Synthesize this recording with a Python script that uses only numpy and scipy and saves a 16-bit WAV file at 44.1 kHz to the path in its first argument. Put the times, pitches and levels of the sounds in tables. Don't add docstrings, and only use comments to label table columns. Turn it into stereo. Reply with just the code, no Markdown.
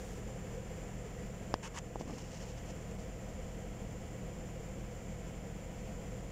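import sys
import numpy as np
from scipy import signal
from scipy.fft import rfft, irfft
from scipy.io import wavfile

SR = 44100
rng = np.random.default_rng(int(sys.argv[2]) if len(sys.argv) > 2 else 0)


def generate_wav(signal):
    frames = np.transpose(np.atleast_2d(signal))
    scaled = np.clip(frames, -1, 1) * 32767
    pcm = np.round(scaled).astype(np.int16)
    wavfile.write(sys.argv[1], SR, pcm)


N = 278491
TIME_S = np.arange(N) / SR
FREQS_HZ = np.maximum(np.fft.rfftfreq(N, 1 / SR), 1)

# freq_hz, left_db_per_hz, right_db_per_hz
FAN_SPECTRUM = [(15.0, -81.7, -73.0), (45.0, -74.4, -69.0), (130.0, -78.8, -73.6), (260.0, -80.1, -78.2),
                (600.0, -86.8, -84.0), (900.0, -78.8, -95.0), (1200.0, -90.4, -86.3),
                (1500.0, -98.9, -88.1), (3000.0, -100.4, -91.9), (3900.0, -108.2, -101.4),
                (5200.0, -102.4, -97.1), (8800.0, -111.2, -102.3), (11500.0, -111.5, -107.1),
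                (15600.0, -116.0, -110.9)]
# freq_hz, width_hz, left_db, right_db
RESONANCES = [(71, 12, 4.5, 2), (160.4, 10, 5.5, 4), (197.4, 39, 6.5, 5), (290, 35, 0, 3.5),
              (347, 36, 1.5, 0.5), (451, 73.3, -0.5, 11.5), (517, 52, 4.5, 10), (570, 50, 1.5, -1),
              (706, 216, -2, 12), (862, 103, -7, -1), (969, 173, -2.5, 9.5), (1940, 52, -12, 2.5),
              (2110, 430, 4, 3.5), (2720, 480, 4.5, 0.4), (3300, 410, 6, 1.2), (6410, 910, 4, 5),
              (7248, 570, 14.5, 12.5), (7220, 150, 1.5, 2), (10350, 2100, -1.5, -2), (14600, 500, 6.2, 6.5)]
# freq_hz, likeness_0_to_1, left_lead_rad
LIKENESS = [(40.6, 0.87, 0), (130, 0.91, 0.2), (313, 0.92, -1), (363, 0.03, 1), (435, 0.8, -3.5),
            (470, 1, -1), (596, 0.62, -1.5), (745, 1, 1.74), (903, 0.3, -3), (1210, 0.53, -3.0),
            (1450, 0.05, 2.5), (12000, 0.02, -8)]
# freq_hz, left_rms_db, right_rms_db
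TONES = [(41.0, -58.2, -53.8), (48.0, -54.7, -49.1), (82.0, -58.6, -54.2), (100.0, -70.8, -65.8),
         (120.0, -64.0, -48.7), (123.0, -65.0, -62.0), (150.0, -67.0, -63.5), (164.3, -58.4, -52.7),
         (186.5, -63.4, -58.8), (194.5, -61.6, -57.1), (205.5, -63.8, -59.5), (219.0, -69.3, -66.1),
         (252.5, -72.3, -66.9), (291.5, -71.6, -69.7), (327.5, -72.5, -71.0), (360.0, -66.0, -66.5),
         (514.0, -73.0, -60.5), (600.0, -80.0, -71.0), (2288.0, -93.3, -78.5), (6850.5, -88.5, -84.9),
         (7001.0, -82.0, -82.0), (7051.0, -85.5, -73.8), (12053.5, -105.8, -89.0)]
# freq_hz, width_hz, left_db, right_db
STANDING_WAVES = [(124, 22, 8, -2.5), (286, 22, 4.5, 0), (410, 59, -4, 6), (482, 37, 11, 0),
                  (660, 82, 6.5, -4), (900, 110, 0, 2.5), (1250, 110, 1, 2), (1690, 230, 2, 3),
                  (8000, 8900, 1.6, 0.5)]
# time_s, offset_0_to_1
HANDSET_OFFSET = [(0, 1), (1.1, 0.76), (1.7, 0.3), (2.6, 0.04), (6.3, 0)]
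# start_s, thud_db, thud_low_hz, thud_high_hz, ring_db, tick_db, tick_hz, sway_db
KNOCKS = [(1.5403, 17.6, 125, 1140, 0.7, -14, 6300, 8), (1.5433, 7, 170, 270, -20, -26, 10000, -20),
          (1.8425, -4, 250, 650, -40, -40, 6500, -15), (1.9573, 12.5, 430, 920, -33, -21, 6500, -10),
          (1.9632, 2, 80, 850, -35, -35, 6500, -10), (2.0101, 7.3, 140, 900, -25, -26, 6500, -10),
          (2.055, 10, 140, 360, -40, -34, 6500, -10), (2.9115, -20, 200, 900, -32, -21, 6500, -18)]
# freq_hz, width_hz, level_db (relative)
CASING_MODES = [(1700, 480, 2.5), (3250, 1500, -2.5), (5100, 1150, 1)]
# start_s, length_s, final_level_db, swell_db, catch_db (as the skin lets go)
BRUSHES = [(1.622, .055, -39, -0.5, -50), (1.733, .054, -34, 12, -30)]
# start_s, length_s, level_db
SLIDES = [(1.988, .029, -48), (2.045, .018, -58), (2.072, .1, -52.5), (2.174, .016, -44),
          (2.195, .027, -48.5), (2.23, .08, -56), (2.305, .075, -49), (2.38, .14, -54),
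          (2.395, .044, -49.5), (2.478, .02, -54), (2.568, .016, -49.5), (2.654, .06, -54),
          (2.695, .012, -49), (2.805, .025, -60), (2.98, .035, -55.5)]
# start_s, length_s, final_level_db, swell_db
PRESSES = [(1.982, .038, -41.5, 4), (2.066, .044, -37.5, 3), (2.115, .02, -43, 0), (2.158, .022, -45.5, 0)]
# start_s, length_s, final_level_db, swell_db
RUSTLE = (-0.1, 0.28, -63.5, -1)
# freq_hz, relative_db
BRUSH_COLOUR = [(100, -8), (700, -12), (950, 4), (1350, -7.5), (1700, -4.5), (2300, -7), (2900, -6),
                (3900, -18.5), (5400, -13), (7000, -8.5), (8200, -21), (11000, -31), (15000, -42)]
# freq_hz, relative_db
SLIDE_COLOUR = [(200, 5), (1000, 5.5), (1400, -8), (1900, 1.5), (2400, -4), (2800, 4), (3700, -6.5),
                (5500, 2.5), (6900, 2.5), (8200, -9), (11000, -21), (15000, -25)]
# freq_hz, relative_db
PRESS_COLOUR = [(40, -22), (140, 3), (240, 11), (520, -6), (780, -3), (1100, -5), (1400, -18), (2600, -15),
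                (4000, -40)]
# freq_hz, relative_db
RUSTLE_COLOUR = [(1000, -4), (2000, -3), (3900, -6), (5200, -2), (6600, 3), (8500, -4.5), (11000, -11),
                 (15000, -13)]

FAN_TRIM_DB, TONE_TRIM_DB = -0.09, 0.1
CONTACT_DELAY_S = 0.0006
BRUSH_ATTACK_S, BRUSH_RELEASE_S = 0.016, 0.0053
CATCH_S, CATCH_LOW_EDGE_HZ = 0.0035, 4460
SLIDE_ATTACK_S, SLIDE_RELEASE_S = 0.011, 0.008
PRESS_ATTACK_S, PRESS_RELEASE_S = 0.0087, 0.0079
CREEP_START_S, CREEP_LENGTH_S = 2.07, 1.5
CREEP_FINAL_DB, CREEP_FADE_DB = -77, 21
SNAG_DB, SNAG_HZ = 0.55, 110
RUSTLE_RELEASE_S = 0.046
TREBLE_CUTOFF_HZ = 15600


def from_db(db):
    return 10 ** (np.asarray(db) / 20)


def rms_one(x):
    return x / np.sqrt(np.mean(x ** 2) + 1e-20)


def in_time(rows):
    return np.interp(TIME_S, *np.transpose(rows))


def in_frequency(rows):
    hz, *columns = np.transpose(rows)
    return np.array([np.interp(np.log(FREQS_HZ), np.log(hz), column) for column in columns])


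def bell(hz, width_hz):
    return np.exp(-2 * ((FREQS_HZ - hz) / width_hz) ** 2)


def bumps(rows):
    return sum(np.outer([left_db, right_db], bell(hz, width_hz))
               for hz, width_hz, left_db, right_db in rows)


def butter(x, hz, kind, order=2):
    sos = signal.butter(order, hz, kind, fs=SR, output="sos")
    return signal.sosfilt(sos, x + 1e-18)


def white():
    return rfft(rng.standard_normal(N))


def drift(rate_hz):
    return rms_one(irfft(white() / (1 + (FREQS_HZ / rate_hz) ** 2) ** 2, N))


def reflections(spread_db, decay_s):
    echoes = rng.standard_normal(N) * np.exp(-TIME_S / decay_s) * (TIME_S > decay_s / 2)
    comb = rms_one(rfft(echoes).real)
    middle = FREQS_HZ / (FREQS_HZ + 300) / (1 + (FREQS_HZ / 6500) ** 3)
    return spread_db * comb * middle


def fan_rush(flutter_db):
    combs_db = [reflections(spread_db=1.2, decay_s=0.012) for side in range(2)]
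    level_db = in_frequency(FAN_SPECTRUM) + combs_db + bumps(RESONANCES)
    alike, lead_rad = in_frequency(LIKENESS)
    right = white()
    left = alike * np.exp(1j * lead_rad) * right + np.sqrt(1 - alike ** 2) * white()
    rush = irfft(np.array([left, right]) * from_db(level_db), N) * np.sqrt(SR / 2)
    return rush * from_db(flutter_db * drift(29))


def hum(wander, waver_db):
    out = np.zeros((2, N))
    speeds = [drift(2.4) for k in range(4)]
    swells = [drift(5.7) for k in range(5)]
    for k, (hz, left_db, right_db) in enumerate(TONES):
        speed = 1 + wander * speeds[k % len(speeds)]
        turns = hz * np.cumsum(speed) / SR + rng.random()
        sine = np.sqrt(2) * np.sin(2 * np.pi * turns)
        tone = sine * from_db(waver_db * swells[k % len(swells)])
        out += np.outer(from_db([left_db, right_db]), tone)
    return out


def moving(fans):
    away = irfft(rfft(fans) * from_db(bumps(STANDING_WAVES)), N)
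    return fans + in_time(HANDSET_OFFSET) * (away - fans)


def surging(fans, hz, width_hz, swing_db, rate_band_hz):
    whirr = irfft(rfft(fans) * bell(hz, width_hz), N)
    swell = rms_one(butter(rng.standard_normal(N), rate_band_hz, "band"))
    gain = rms_one(from_db(swing_db * np.tanh(swell)))
    return fans + (gain - 1) * whirr


def knocks(tick_width_hz, sway_band_hz, crackle_db, crackle_s):
    out = np.zeros((2, N))
    age_s = TIME_S[:SR // 10]
    blow = (age_s == 0) * 1.0
    half_tick_hz = tick_width_hz / 2
    for start_s, thud_db, low_hz, high_hz, ring_db, tick_db, tick_hz, sway_db in KNOCKS:
        thud = butter(butter(blow, high_hz, "low", order=6), low_hz, "high", order=1)
        crackle = from_db(crackle_db) * rng.standard_normal(len(age_s)) * np.exp(-age_s / crackle_s)
        contact = np.roll(blow + crackle, round(CONTACT_DELAY_S * SR))
        ring = sum(from_db(db) * butter(contact, [hz - width_hz / 2, hz + width_hz / 2], "band")
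                   for hz, width_hz, db in CASING_MODES)
        tick = butter(contact, [tick_hz - half_tick_hz, tick_hz + half_tick_hz], "band")
        near = from_db(thud_db) * thud + from_db(ring_db) * ring + from_db(tick_db) * tick
        far = from_db(sway_db) * butter(blow, sway_band_hz, "band")
        start = round(start_s * SR)
        out[:, start:start + len(age_s)] += [near, far]
    return out


def stroke(start_s, length_s, level_db, swell_db, attack_s, release_s):
    age_s = TIME_S - start_s
    landing = np.sin(np.pi / 2 * np.clip(age_s / attack_s, 0, 1)) ** 2
    lifting = np.exp(-np.clip((age_s - length_s) / release_s, 0, 20))
    progress = np.clip(age_s / length_s, 0, 1)
    return from_db(level_db + swell_db * (progress - 1)) * landing * lifting


def friction(strength, colour, grain_db, slip_hz):
    surges_db = grain_db * drift(slip_hz) + SNAG_DB * drift(SNAG_HZ)
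    slips = rng.standard_normal(N) * from_db(surges_db)
    coloured = irfft(rfft(slips) * from_db(in_frequency(colour)[0]), N)
    return strength * rms_one(coloured)


def finger(far_port_db, far_casing_db):
    brushing = sum(stroke(*row, BRUSH_ATTACK_S, BRUSH_RELEASE_S) for *row, catch_db in BRUSHES)
    catching = sum(from_db(catch_db) * np.exp(-((TIME_S - start_s - length_s) / CATCH_S) ** 2)
                   for start_s, length_s, _, _, catch_db in BRUSHES)
    sliding = sum(stroke(*row, 0, SLIDE_ATTACK_S, SLIDE_RELEASE_S) ** 2 for row in SLIDES) ** 0.5
    creeping = stroke(CREEP_START_S, CREEP_LENGTH_S, CREEP_FINAL_DB, -CREEP_FADE_DB,
                      SLIDE_ATTACK_S, SLIDE_RELEASE_S)
    pressing = sum(stroke(*row, PRESS_ATTACK_S, PRESS_RELEASE_S) for row in PRESSES)
    brush = friction(brushing, BRUSH_COLOUR, grain_db=2.0, slip_hz=1300)
    slide = friction(np.hypot(sliding, creeping), SLIDE_COLOUR, grain_db=2.0, slip_hz=800)
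    press = friction(pressing, PRESS_COLOUR, grain_db=4.0, slip_hz=300)
    catch = friction(catching, BRUSH_COLOUR, grain_db=-2.5, slip_hz=700)
    catch = butter(catch, CATCH_LOW_EDGE_HZ, "high")
    at_port = np.outer(from_db([0, far_port_db]), brush + catch + press)
    through_casing = np.outer(from_db([0, far_casing_db]), slide)
    return at_port + through_casing


def rustle(right_db):
    strength = stroke(*RUSTLE, SLIDE_ATTACK_S, RUSTLE_RELEASE_S)
    return np.array([friction(strength * from_db(db), RUSTLE_COLOUR, grain_db=2.5, slip_hz=300)
                     for db in (0, right_db)])


def scene():
    rush = from_db(FAN_TRIM_DB) * fan_rush(flutter_db=0.5)
    tones = from_db(TONE_TRIM_DB) * hum(wander=0.000614, waver_db=0.77)
    fans = moving(rush + tones)
    fans = surging(fans, hz=502, width_hz=73, swing_db=4.0, rate_band_hz=(4.55, 18.2))
    taps = knocks(tick_width_hz=1800, sway_band_hz=(52.5, 101.85), crackle_db=-29.0, crackle_s=0.0034)
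    rubbing = finger(far_port_db=-23.5, far_casing_db=-30)
    return fans + taps + rubbing + rustle(right_db=6.0)


def gain_control(x, threshold_db, slope, release_db_per_s):
    peak_db = 20 * np.log10(np.abs(x).max(axis=0) + 1e-9)
    cut_db = slope * np.maximum(peak_db - threshold_db, 0)
    release_db = release_db_per_s * TIME_S
    held_db = np.maximum.accumulate(cut_db + release_db) - release_db
    return x * from_db(-butter(held_db, 9.7, "low", order=1))


def record(dry):
    levelled = gain_control(dry, threshold_db=-23.5, slope=0.18, release_db_per_s=2.5)
    sos = signal.ellip(12, 0.1, 80, TREBLE_CUTOFF_HZ, fs=SR, output="sos")
    return signal.sosfilt(sos, levelled)


dry = scene()
out = record(dry)
generate_wav(out)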